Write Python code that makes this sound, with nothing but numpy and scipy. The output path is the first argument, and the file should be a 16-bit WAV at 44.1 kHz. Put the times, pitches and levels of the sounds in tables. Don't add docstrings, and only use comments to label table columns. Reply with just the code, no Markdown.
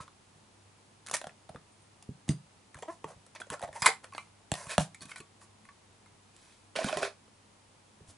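import sys
import numpy as np
from scipy import signal
from scipy.fft import rfft, irfft
from scipy.io import wavfile
from scipy.ndimage import uniform_filter1d

SR = 44100
rng = np.random.default_rng(int(sys.argv[2]) if len(sys.argv) > 2 else 0)


def store_wav(level_fs):
    pcm = np.round(np.clip(np.atleast_2d(level_fs), -1, 1) * 32767)
    wavfile.write(sys.argv[1], SR, pcm.T.astype(np.int16))


def field_ratio(decibels):
    return 10 ** (np.asarray(decibels, dtype=float) / 20)


N = 360297


def unit(x):
    return x / np.sqrt(np.mean(x ** 2))


def peak(x):
    return x / np.max(np.abs(x))


def ring(hz, t60, seconds=.12):
    t = np.arange(int(seconds * SR)) / SR
    return np.sin(2 * np.pi * np.c_[hz] * t) * np.exp(-np.log(1000) * t / np.c_[t60])


def band(x, lo_hz, hi_hz):
    return signal.sosfilt(signal.butter(2, [lo_hz, hi_hz], "band", fs=SR, output="sos"), x)


def high(x, hz):
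    return signal.sosfilt(signal.butter(3, hz, "high", fs=SR, output="sos"), x)


def curve(points):
    f = np.log(np.fft.rfftfreq(N, 1 / SR) + 1)
    hz, value = np.transpose(points)
    return np.interp(f, np.log(hz), value)


def placed(x, pan_db):
    return x * field_ratio(np.array([[pan_db], [-pan_db]]) / 2)


def grit(size, spiky_db):
    return rng.standard_normal(size) * field_ratio(spiky_db * rng.exponential(size=size))


ROOM_T60_S, ROOM_DB, ROOM_SIDE = 0.18, -10, 0.6


def add(out, sound, s):
    t = np.arange(int(.8 * ROOM_T60_S * SR)) / SR
    fade = np.exp(-np.log(1000) * t / ROOM_T60_S) * np.clip(t / 0.0019, 0, 1)
    mid, side = rng.standard_normal((2, len(t))) * fade
    side = side - .35 * np.roll(side, 3)
    echoes = band(np.array([mid + ROOM_SIDE * side, mid - ROOM_SIDE * side]), 420, 9700)
    echoes *= field_ratio(ROOM_DB) / np.sqrt(np.sum(echoes ** 2) / 2)
    echoes[:, 0] = 1
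    i = int(s * SR)
    heard = signal.fftconvolve(sound[None], echoes, axes=1)[:, :N - i]
    out[:, i:i + heard.shape[1]] += heard


# (frequency [Hz], lead of the left [rad])
LEFT_LEAD = [(60, .1), (250, .27), (600, .1), (1700, .33), (3000, .15), (8000, .03)]


def ports(x):
    lead = curve(LEFT_LEAD)
    return irfft(rfft(x) * np.exp(.5j * np.array([lead, -lead])), N)


# (frequency [Hz], level [dB per Hz])
AIR = [(15, -48), (25, -11.5), (48, -11), (104, -4), (145, -5.5), (207, -5.5), (619, -10), (907, -8),
       (1550, -15), (2510, -16.5), (9200, -21.5), (11000, -24), (14300, -56), (22000, -120)]
# (frequency [Hz], likeness [0-1])
AIR_ALIKE = [(60, 0.95), (130, 0.8), (270, 0.6), (570, 0.16), (1200, 0.02), (2550, 0.3), (5390, 0.1),
             (11400, 1)]
AIR_DB = -62
HUM_HZ, HUM_DB = 100, -67


def air():
    alike = np.clip(curve(AIR_ALIKE), 0, .99)
    mid, side = rfft(rng.standard_normal((2, N))) * field_ratio(curve(AIR)) * np.sqrt([1 + alike, 1 - alike])
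    noise = irfft(np.array([mid + side, mid - side]), N)
    sway = uniform_filter1d(rng.standard_normal((2, N)), size=4000)
    sway = unit(uniform_filter1d(sway, size=4000))
    turn = 2 * np.pi * np.cumsum(HUM_HZ + 1.6 * sway[0]) / SR
    hum = np.sin(turn) * field_ratio(HUM_DB + 2.0 * sway[1])
    hum += np.sin(2.07 * turn) * field_ratio(HUM_DB - 7.5 + 3.8 * sway[0])
    return unit(noise) * field_ratio(AIR_DB) + hum


# (frequency [Hz], level [dB], t60 [s])
TABLE = [(76.3, -13, 0.13), (132, -4, 0.22), (155, 1.5, 0.22), (186, -7, 0.29), (265.3, -2, 0.098),
         (320.8, -5, 0.09), (410, -13, 0.15)]
# (time [s], peak level [dB], push pitch [Hz])
THUMPS = [(0.001, -39, 130), (0.355, -51.5, 209.6), (1.126, -49, 150), (1.497, -40.5, 143),
          (1.548, -38, 152), (2.086, -28.5, 156), (2.277, -38, 220), (2.289, -14, 178), (2.75, -42, 72.7),
          (3.042, -39, 332), (3.158, -47.5, 72.7), (3.5, -37.5, 152), (3.629, -38.5, 110),
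          (3.69, -44.5, 72.7), (3.818, -32.5, 119), (3.862, -35.5, 147), (4.516, -21.5, 134.9),
          (4.665, -39.5, 97.4), (4.7786, -16, 150), (5.012, -43.5, 293.6), (5.049, -44.5, 214),
          (5.197, -43, 200), (6.843, -33, 218.5), (6.961, -34, 249.8), (8.008, -44, 90)]


def table():
    out, (hz, db, t60) = np.zeros((2, N)), np.transpose(TABLE)
    modes = ring(hz, t60, seconds=.3)
    soft = np.hanning(int(.003 * SR))
    for s, peak_db, push_hz in THUMPS:
        weights = field_ratio(db + 2.0 * rng.standard_normal(len(hz))) * rng.choice([-1, 1], len(hz))
        thump = field_ratio(-9.5) * peak(weights @ modes)
        thump += peak(ring([1.15 * push_hz], [0.022], seconds=.3)[0])
        add(out, field_ratio(peak_db) * peak(np.convolve(thump, soft)), s + 0.003)
    return out


# (frequency [Hz], level [dB], t60 [s])
BLADE = [(4800, -7.5, 0.18), (6180, -1, 0.056), (8700, 0, 0.11), (9122, -5, 0.26), (9700, -12, .1)]
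# (time [s], level [dB], tilt [dB per octave])
BLADE_HITS = [
    (1.72, -67, 8),
    (1.82, -65.5, 12.5),
    (2.172, -71, 14),
    (2.292, -45, -5),
    (2.305, -57, 6.5),
]


def blade():
    out, (hz, db, t60) = np.zeros((2, N)), np.transpose(BLADE)
    modes = ring(hz, t60, seconds=.25)
    for s, hit_db, tilt in BLADE_HITS:
        add(out, field_ratio(hit_db + db + tilt * np.log2(hz / 8800)) @ modes, s)
    return out


# (frequency [Hz], width [Hz], level [dB])
RUB_WALLS = [(683, 120, 4.5), (1070, 73, -3.5), (1880, 200, -8.5), (2550, 150, -9)]


def rubbing(scrapes, rise_share):
    out = np.zeros((2, N))
    hz, width, db = np.transpose(RUB_WALLS)
    walls = ring(hz, 2.0 / width, seconds=.04)
    for s, fall, rumble_db, centre_hz, hiss_db in scrapes:
        rise = min(rise_share * fall, s / 2)
        t = np.arange(-2 * rise, 3 * fall, 1 / SR)
        swell = np.exp(-np.where(t < 0, 2 * (t / rise) ** 2, (1.61 * t / fall) ** 1.7))
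        patch = unit(uniform_filter1d(rng.standard_normal(len(t) + 1000)[:len(t)], size=150))
        drag = grit(len(t), 1.7) * field_ratio(1.8 * patch)
        near = field_ratio(db - 10.0 * np.abs(np.log2(hz / centre_hz)))
        rumble = unit(signal.fftconvolve(drag, near @ walls)[:len(t)])
        rumble += 1.28 * unit(band(drag, centre_hz / 2.4, centre_hz * 2.06))
        hiss = unit(band(drag, 2700, 12900))
        add(out, swell * (field_ratio(rumble_db - 6.5) * rumble + field_ratio(hiss_db) * hiss), s + t[0])
    return out


# (loudest time [s], fall [s], rumble level [dB], rumble centre [Hz], hiss level [dB])
DRAG = [
    (6.775, .013, -40, 300, -70),
    (6.82, .03, -42, 350, -60),
    (6.875, .03, -40, 450, -56),
    (6.915, .03, -42, 400, -58),
    (6.953, .025, -44, 600, -65),
    (.012, .04, -53, 3900, -66),
    (3.41, .015, -50, 450, -75),
    (8.1, .03, -61, 200, -80),
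    (3.358, .013, -49, 3000, -58),
    (6.835, .02, -40, 2500, -52),
]


def table_drag():
    return high(rubbing(DRAG, .9), 150)


# (loudest time [s], fall [s], rumble level [dB], rumble centre [Hz], hiss level [dB])
SLIDES = [
    (.01, .04, -54, 1350, -68),
    (4.725, 0.039, -42.5, 2600, -67),
    (6.80, .03, -40.5, 3304, -50),
    (6.865, 0.031, -37, 3400, -58),
    (6.945, .025, -41, 3000, -54),
    (6.99, 0.033, -41, 3600, -52),
    (7.0, .06, -39, 414, -59),
]


def slides():
    return rubbing(SLIDES, .9)


# (loudest time [s], fall [s], rumble level [dB], rumble centre [Hz], hiss level [dB])
SKIDS = [(.004, 0.05, -57, 890, -56.5), (1.168, 0.0054, -44, 2500, -54), (2.281, 0.01, -45, 640, -49),
         (2.3, 0.042, -46.5, 600, -48), (3.361, 0.015, -41, 1810, -63), (4.165, 0.11, -56, 1190, -57.5),
         (4.579, 0.19, -46, 1050, -48.5), (4.802, .06, -41, 2400, -38.5), (5.02, 0.024, -45, 2300, -44.5),
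         (6.763, 0.03, -30.5, 2300, -42.5), (7.03, 0.067, -34, 2570, -44.5)]
RUBS = [(.37, 0.027, -71.5, 600, -70.5), (1.146, 0.015, -29.5, 1990, -30.5), (2.8, 0.042, -63.5, 1500, -63),
        (2.92, 0.06, -59, 1000, -60), (3.1, 0.046, -49, 600, -57.5), (3.41, 0.011, -51, 1300, -48),
        (3.762, 0.042, -46.5, 1100, -51), (3.81, 0.031, -51, 1500, -49), (4.045, 0.016, -46, 800, -55),
        (4.72, 0.043, -34, 2045, -39), (5.11, 0.042, -51.5, 2010, -53), (5.18, 0.031, -53, 1990, -54),
        (5.431, .031, -58.5, 1200, -58), (6.47, 0.21, -62, 2514, -64.5), (6.81, 0.049, -37.5, 1100, -51),
        (6.899, 0.0623, -38, 2300, -46), (6.98, 0.056, -42.5, 1500, -53), (7.05, 0.064, -41, 610, -53)]
STRAINS = [
    (3.535, 0.022, -39, 990, -46),
    (3.64, 0.017, -38, 704, -50),
    (3.872, 0.024, -26.5, 2100, -31),
    (8.105, 0.025, -64, 2000, -55.5),
]


def edge_friction():
    return high(rubbing(SKIDS, 0.27) + rubbing(RUBS, .9) + rubbing(STRAINS, 1.5), 480)


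# (time [s], slip rate [Hz], level [dB])
SQUEAK = [
    (2.876, 323, -51),
    (2.886, 318, -35.5),
    (2.906, 357, -40),
    (2.916, 368, -62),
]


def squeak():
    s, hz, db = np.transpose(SQUEAK)
    t = np.arange(s[0], s[-1], 1 / SR)
    slips = np.diff(np.floor(np.cumsum(np.interp(t, s, hz)) / SR), prepend=0)
    slips = np.convolve(slips, np.hanning(22))[:len(t)]
    modes = ring([340, 660, 1060, 1706], [0.015, 0.0088, 0.018, 0.01], seconds=.04)
    wall = field_ratio(np.array([-10.0, 8.0, 4.0, -3.0])) @ modes
    tone = unit(signal.fftconvolve(slips, wall)[:len(t)])
    out = np.zeros((2, N))
    add(out, tone * field_ratio(np.interp(t, s, db)) * signal.windows.tukey(len(t), .3), s[0])
    return out


# (time [s], peak level [dB], pitch [Hz], t60 [s])
FREE_RINGS = [(0.002, -46, 1300, 0.14), (0.001, -44, 1050, .09), (1.168, -36, 9600, .04),
              (3.043, -33, 427, 0.047), (3.843, -25.5, 1043, 0.077), (4.126, -43, 1094, .05),
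              (4.18, -42, 1130, 0.11), (4.182, -43, 2100, 0.11), (4.183, -40, 2335, 0.075),
              (4.54, -44, 1850, 0.15), (5.007, -47.5, 4400, 0.12), (5.02, -52, 1130, .15),
              (5.118, -51, 2140, .08), (5.161, -53, 4020, 0.1), (5.207, -55.5, 1130, 0.24),
              (5.417, -57.5, 1130, 0.17), (5.689, -49, 1130, 0.095), (6.789, -25, 649, 0.07),
              (6.93, -29, 600, 0.12), (6.846, -24, 215, .04), (6.862, -31.5, 260, .04),
              (6.972, -32, 400, 0.06), (7.03, -32, 400, 0.13), (4.806, -29, 150, .16),
              (2.297, -32, 300, .1), (3.885, -32, 460, .08), (3.82, -29, 5100, .05), (4.7, -44, 1870, .15),
              (3.535, -34, 590, .06), (1.494, -33, 668, 0.025), (1.269, -45, 160, .06),
              (3.52, -41.5, 300, .05), (3.866, -22, 2094, .09), (3.861, -24, 7500, .03),
              (3.888, -30, 780, .07), (3.416, -38, 1500, .05), (3.759, -36, 930, .06),
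              (3.54, -36, 1400, .04), (3.043, -36, 1100, .03), (8.085, -52, 90, .15),
              (2.089, -42, 420, .04)]


def free_rings():
    out = np.zeros((2, N))
    for s, peak_db, hz, t60 in FREE_RINGS:
        tone = [1, .3] @ ring([hz, 1.03 * hz], [t60, t60], seconds=.2)
        swell = np.minimum(np.arange(len(tone)) / (0.0012 * SR), 1)
        add(out, field_ratio(peak_db) * tone * swell, s)
    return out


PANELS_PER_HARDNESS = 0.43


def contacts(hits, panels, widen, ring_db, panels_db, rattle_ms, cycles=11.5, spot_db=5.5):
    out, t = np.zeros((2, N)), np.arange(2048) / SR
    hz, width, db = np.transpose(panels)
    modes = ring(hz, 2.2 / (widen * width), seconds=.09)
    length = rattle_ms / 1000
    for s, peak_db, wall_hz, crack_db in hits:
        panel_db = panels_db + PANELS_PER_HARDNESS * crack_db
        rattle = grit(len(t), 2.2) * np.exp(-t / length) * np.minimum(t / (.3 * length), 1)
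        rattle[int(.2 * length * SR)] += .006 / length
        pair = wall_hz * np.array([1, .8, 1.3])
        wall = signal.fftconvolve(rattle, [1, -.25, -.4] @ ring(pair, cycles / pair, seconds=.09))
        weights = field_ratio(db + spot_db * rng.standard_normal(len(hz))) * rng.choice([-1, 1], len(hz))
        panel = peak(signal.fftconvolve(rattle, weights @ modes))
        sound = peak(wall) + field_ratio(panel_db + ring_db) * panel
        sound[:len(t)] += field_ratio(panel_db + 12.5) * peak(band(rattle, 810, 4300))
        crack = band(rattle, 2700, 14000) + 0.22 * band(rattle, 5800, 13000)
        sound[:len(t)] += field_ratio(crack_db + 16.5) * peak(crack)
        add(out, field_ratio(peak_db - 3.0) * sound, s)
    return out


# (frequency [Hz], width [Hz], level [dB])
BASE = [(2100, 400, -8), (5070, 320, -4), (5790, 75, -8), (7250, 120, -4), (8444, 410, -2),
        (1300, 220, 1.5)]
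# (time [s], peak level [dB], wall pitch [Hz], hardness [dB of treble crack])
SHARP_SLIPS = [(1.167, -40, 3900, 6), (1.086, -40, 2400, -3), (2.829, -42, 3300, -14),
               (2.855, -46, 800, -30), (2.883, -48, 3250, -20), (2.922, -48, 1050, -35),
               (3.874, -20, 2300, -14), (4.037, -46, 800, -30), (4.136, -42, 2050, -16),
               (5.102, -48, 1100, -20), (5.117, -38, 1750, -14), (6.885, -27, 3200, -14),
               (6.971, -27, 900, -11), (7.029, -29, 2600, -14), (8.005, -47, 420, -40),
               (3.501, -37, 3700, -10), (3.403, -44, 3800, -14), (1.494, -46, 1300, -8),
               (1.55, -42, 480, -30), (6.763, -32, 3800, -20)]


def sharp_slips():
    return contacts(SHARP_SLIPS, BASE, widen=1.5, ring_db=3.0, panels_db=-6, rattle_ms=1.6, cycles=9)


# (frequency [Hz], width [Hz], level [dB])
OPEN_CASE = [(984, 70, -2.5), (1820, 91, 6.5), (1350, 87, -3.5), (2436, 60, -14.5), (3400, 73, -5.5),
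             (4150, 120, -12), (4460, 80, -16), (4750, 130, -11), (6150, 49, -11.5), (7500, 64, -6.5),
             (7700, 70, -11), (9400, 140, -9), (9600, 47, -12)]
# (time [s], peak level [dB], wall pitch [Hz], hardness [dB of treble crack])
SEAM_SLIPS = [(1.078, -44, 1700, -6), (2.826, -40, 1980, -15.5), (2.834, -38, 960, -24),
              (4.163, -44, 1540, -27), (3.509, -35, 1070, -17), (3.541, -31, 1350, -25),
              (3.608, -37, 760, -35), (3.635, -26.5, 633, -42), (3.655, -35, 690, -36),
              (3.681, -37, 690, -35.5), (3.736, -46, 1850, -31), (3.755, -38, 930, -27.5),
              (3.767, -38, 1880, -27), (3.85, -24, 1020, -36.5), (3.902, -23.5, 920, -27),
              (3.917, -39, 792.5, -21), (6.818, -32, 617, -36), (6.941, -36, 610, -38),
              (7.021, -30, 604, -17), (7.035, -27, 2730, -19), (7.076, -31.5, 520, -40)]


def seam_slips():
    return contacts(SEAM_SLIPS, OPEN_CASE, widen=1.9, ring_db=9.0, panels_db=-6, rattle_ms=1.5, cycles=13)


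# (frequency [Hz], width [Hz], level [dB])
HELD_CASE = [(1500, 560, 28), (2200, 220, 10.5), (3420, 170, 2), (4440, 320, 0), (6200, 240, -9),
             (8500, 510, 13.5), (9550, 220, -2)]
# (time [s], peak level [dB], wall pitch [Hz], hardness [dB of treble crack])
EDGE_TICKS = [
    (1.069, -42, 1500, 0),
    (1.154, -36.5, 1670, 3),
    (2.025, -54.5, 689, 1),
    (2.29, -28.5, 2100, -5.5),
    (6.364, -55, 4130, 2.5),
]


def edge_ticks():
    return contacts(EDGE_TICKS, HELD_CASE, widen=2.2, ring_db=27.5, panels_db=-29, rattle_ms=1.8)


# (time [s], peak level [dB], wall pitch [Hz], hardness [dB of treble crack])
PRYING = [(0.003, -36, 1200, -30), (.03, -46, 1310, -34), (0.078, -39, 1250, -34), (1.063, -48, 1900, 0),
          (1.084, -38.5, 1370, -11), (1.097, -39.5, 1340, -5), (1.112, -30.5, 1080, -4),
          (1.131, -33.5, 740, -12), (1.139, -28, 714, 2), (1.147, -31, 1950, -2), (1.214, -32, 620, -15),
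          (1.241, -29, 630, -18), (1.269, -30, 684, -17.5), (1.293, -41.5, 2300, -27),
          (1.491, -41, 600, -22), (1.546, -39, 520, -40), (1.559, -33, 1150, -35)]


def prying():
    return contacts(PRYING, HELD_CASE, widen=1.7, ring_db=13.5, panels_db=-5.5, rattle_ms=2.25, cycles=5.5)


# (time [s], peak level [dB], wall pitch [Hz], hardness [dB of treble crack])
PULLING = [(2.744, -43, 1187, -9.5), (2.753, -42.5, 1610, -24), (2.768, -43, 1060, -20),
           (2.775, -47, 625, -21), (2.787, -44, 700, -13), (2.823, -34, 464, -15), (2.83, -31, 790, -30),
           (2.854, -51, 622, -33), (3.042, -29.5, 1000, -24), (3.264, -53.5, 516, -1.5),
           (3.35, -43.5, 980, -11), (3.401, -36.5, 1020, -12), (3.416, -33, 1470, -23),
           (3.468, -46, 500, -17), (3.501, -29.5, 1070, -6), (3.52, -33, 478, -20), (3.537, -31, 606, -19),
           (3.594, -40.5, 1070, -10), (3.616, -38, 730, -8), (3.625, -25, 650, -35),
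           (3.645, -29.5, 680, -41), (3.676, -43, 696, -19), (3.687, -34, 640, -38),
           (3.728, -41.5, 1880, -12), (3.76, -36, 930, -18), (3.773, -39, 682, -25)]


def pulling():
    return contacts(PULLING, OPEN_CASE, widen=1.7, ring_db=11.0, panels_db=-6.5, rattle_ms=2.2)


# (frequency [Hz], width [Hz], level [dB])
COVER = [(1130, 45, -3), (1500, 60, 4), (2130, 27, -2.5), (2300, 60, -2), (2510, 103, 4.5), (3500, 39, -15),
         (4400, 60, -3), (8870, 86, -13)]
# (time [s], peak level [dB], wall pitch [Hz], hardness [dB of treble crack])
COVER_FREED = [
    (4.043, -35.5, 1930, -7.5),
    (4.123, -42, 1090, -16),
    (4.135, -41.5, 1150, -10.5),
    (4.149, -25.5, 1300, -30),
    (4.18, -22, 1130, -18),
    (4.272, -50, 1070, -20),
]


def cover_freed():
    return contacts(COVER_FREED, COVER, widen=1.0, ring_db=2.5, panels_db=-5, rattle_ms=1.49, cycles=4.7)


# (time [s], peak level [dB], wall pitch [Hz], hardness [dB of treble crack])
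COVER_TAPS = [(4.945, -42, 2420, -7.5), (5.007, -52, 2510, -3), (5.054, -50.5, 1570, -1),
              (5.093, -45, 2660, -8), (5.115, -34, 2460, -28), (5.159, -36, 2300, -9.5),
              (5.181, -44, 2200, -7), (5.202, -42, 337, -8.5), (5.414, -51, 1130, -11),
              (5.651, -49.5, 2130, -14), (5.687, -43, 2130, -26.5), (6.059, -53, 1130, -14)]


def cover_taps():
    return contacts(COVER_TAPS, COVER, widen=1.3, ring_db=8.5, panels_db=-5, rattle_ms=3.7)


# (frequency [Hz], width [Hz], level [dB])
COVER_FAR = [(1470, 91, 6), (1970, 77, -6), (2570, 72, -5), (3060, 200, 5), (3770, 140, -5),
             (5920, 73, -16), (8950, 89, -8)]
# (time [s], peak level [dB], wall pitch [Hz], hardness [dB of treble crack])
SKIPPING = [(6.754, -30.5, 520, -28), (6.76, -29, 535, -10.5), (6.787, -26, 650, -30),
            (6.81, -28.5, 640, -40), (6.843, -29, 640, -7), (6.886, -27, 1087, -26), (6.893, -27, 760, -27),
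            (6.927, -25, 646, -18), (6.971, -26, 600, -18), (7.029, -23, 620, -20), (7.049, -29, 600, -18),
            (7.278, -56.5, 492, -20)]


def skipping():
    return contacts(SKIPPING, COVER_FAR, widen=1.4, ring_db=12.0, panels_db=-2.5, rattle_ms=2.06, cycles=15)


# (frequency [Hz], width [Hz], level [dB])
FLEXED_CASE = [(929, 60, -6.5), (1540, 60, -4), (2091, 35, -2.5), (2470, 50, -5.5), (3240, 120, -7),
               (4030, 70, -10), (4390, 77, -7), (4890, 72, -6), (6070, 120, -12), (7420, 160, -2.5),
               (7810, 90, -9.5), (9200, 190, -10), (9990, 55, -10.5)]
# (time [s], peak level [dB], wall pitch [Hz], hardness [dB of treble crack])
SNAP = [
    (3.82, -23, 1002, -8),
    (3.825, -22.5, 1830, -17.5),
    (3.835, -29, 1085, -14),
    (3.844, -25, 1050, -26),
    (3.859, -11, 990, -8.5),
    (3.863, -12.5, 2100, -7.5),
    (3.868, -18.5, 1580, -17.5),
    (3.875, -14.5, 2100, -19),
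    (3.887, -22, 2100, -18),
]


def snap():
    return contacts(SNAP, FLEXED_CASE, widen=1.05, ring_db=12.5, panels_db=-5.5, rattle_ms=2.9,
                    cycles=7.5, spot_db=1.9)


# (time [s], peak level [dB], wall pitch [Hz], hardness [dB of treble crack])
BASE_DOWN = [
    (4.517, -18.5, 775, -9.5),
    (4.539, -27.5, 790, -8.5),
    (4.553, -35, 764, -6),
    (4.669, -38, 1130, -11.5),
    (4.78, -8, 660, -19),
    (4.807, -22.5, 706, -29),
]


def base_down():
    return contacts(BASE_DOWN, BASE, widen=2.1, ring_db=9.0, panels_db=-1.5, rattle_ms=1.24, cycles=7.3)


def scene():
    heavy = high(placed(table(), -1.0), 60)
    heavy += placed(table_drag(), -2.5)
    heavy += placed(free_rings(), -1.5)
    light = placed(edge_friction(), -1.4)
    light += placed(sharp_slips(), -1.5)
    light += placed(seam_slips() + slides(), -1.8)
    light += placed(edge_ticks(), -0.94)
    light += placed(prying() + squeak(), -0.49)
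    light += placed(pulling(), -.7)
    light += placed(cover_freed(), -1.1)
    light += placed(cover_taps(), 0.35)
    light += placed(skipping() + blade(), -5.5)
    light += placed(snap(), -1.1)
    light += placed(base_down(), -1.4)
    return ports(high(light, 300) + heavy) + air()


def roll_off(x):
    return signal.sosfilt(signal.butter(12, 12010, fs=SR, output="sos"), x)


def record(dry):
    top_hz = 10846
    mix = signal.sosfilt(signal.ellip(10, .2, 75, top_hz, fs=SR, output="sos"), dry)
    return roll_off(mix)


dry = scene()
out = record(dry)
store_wav(out)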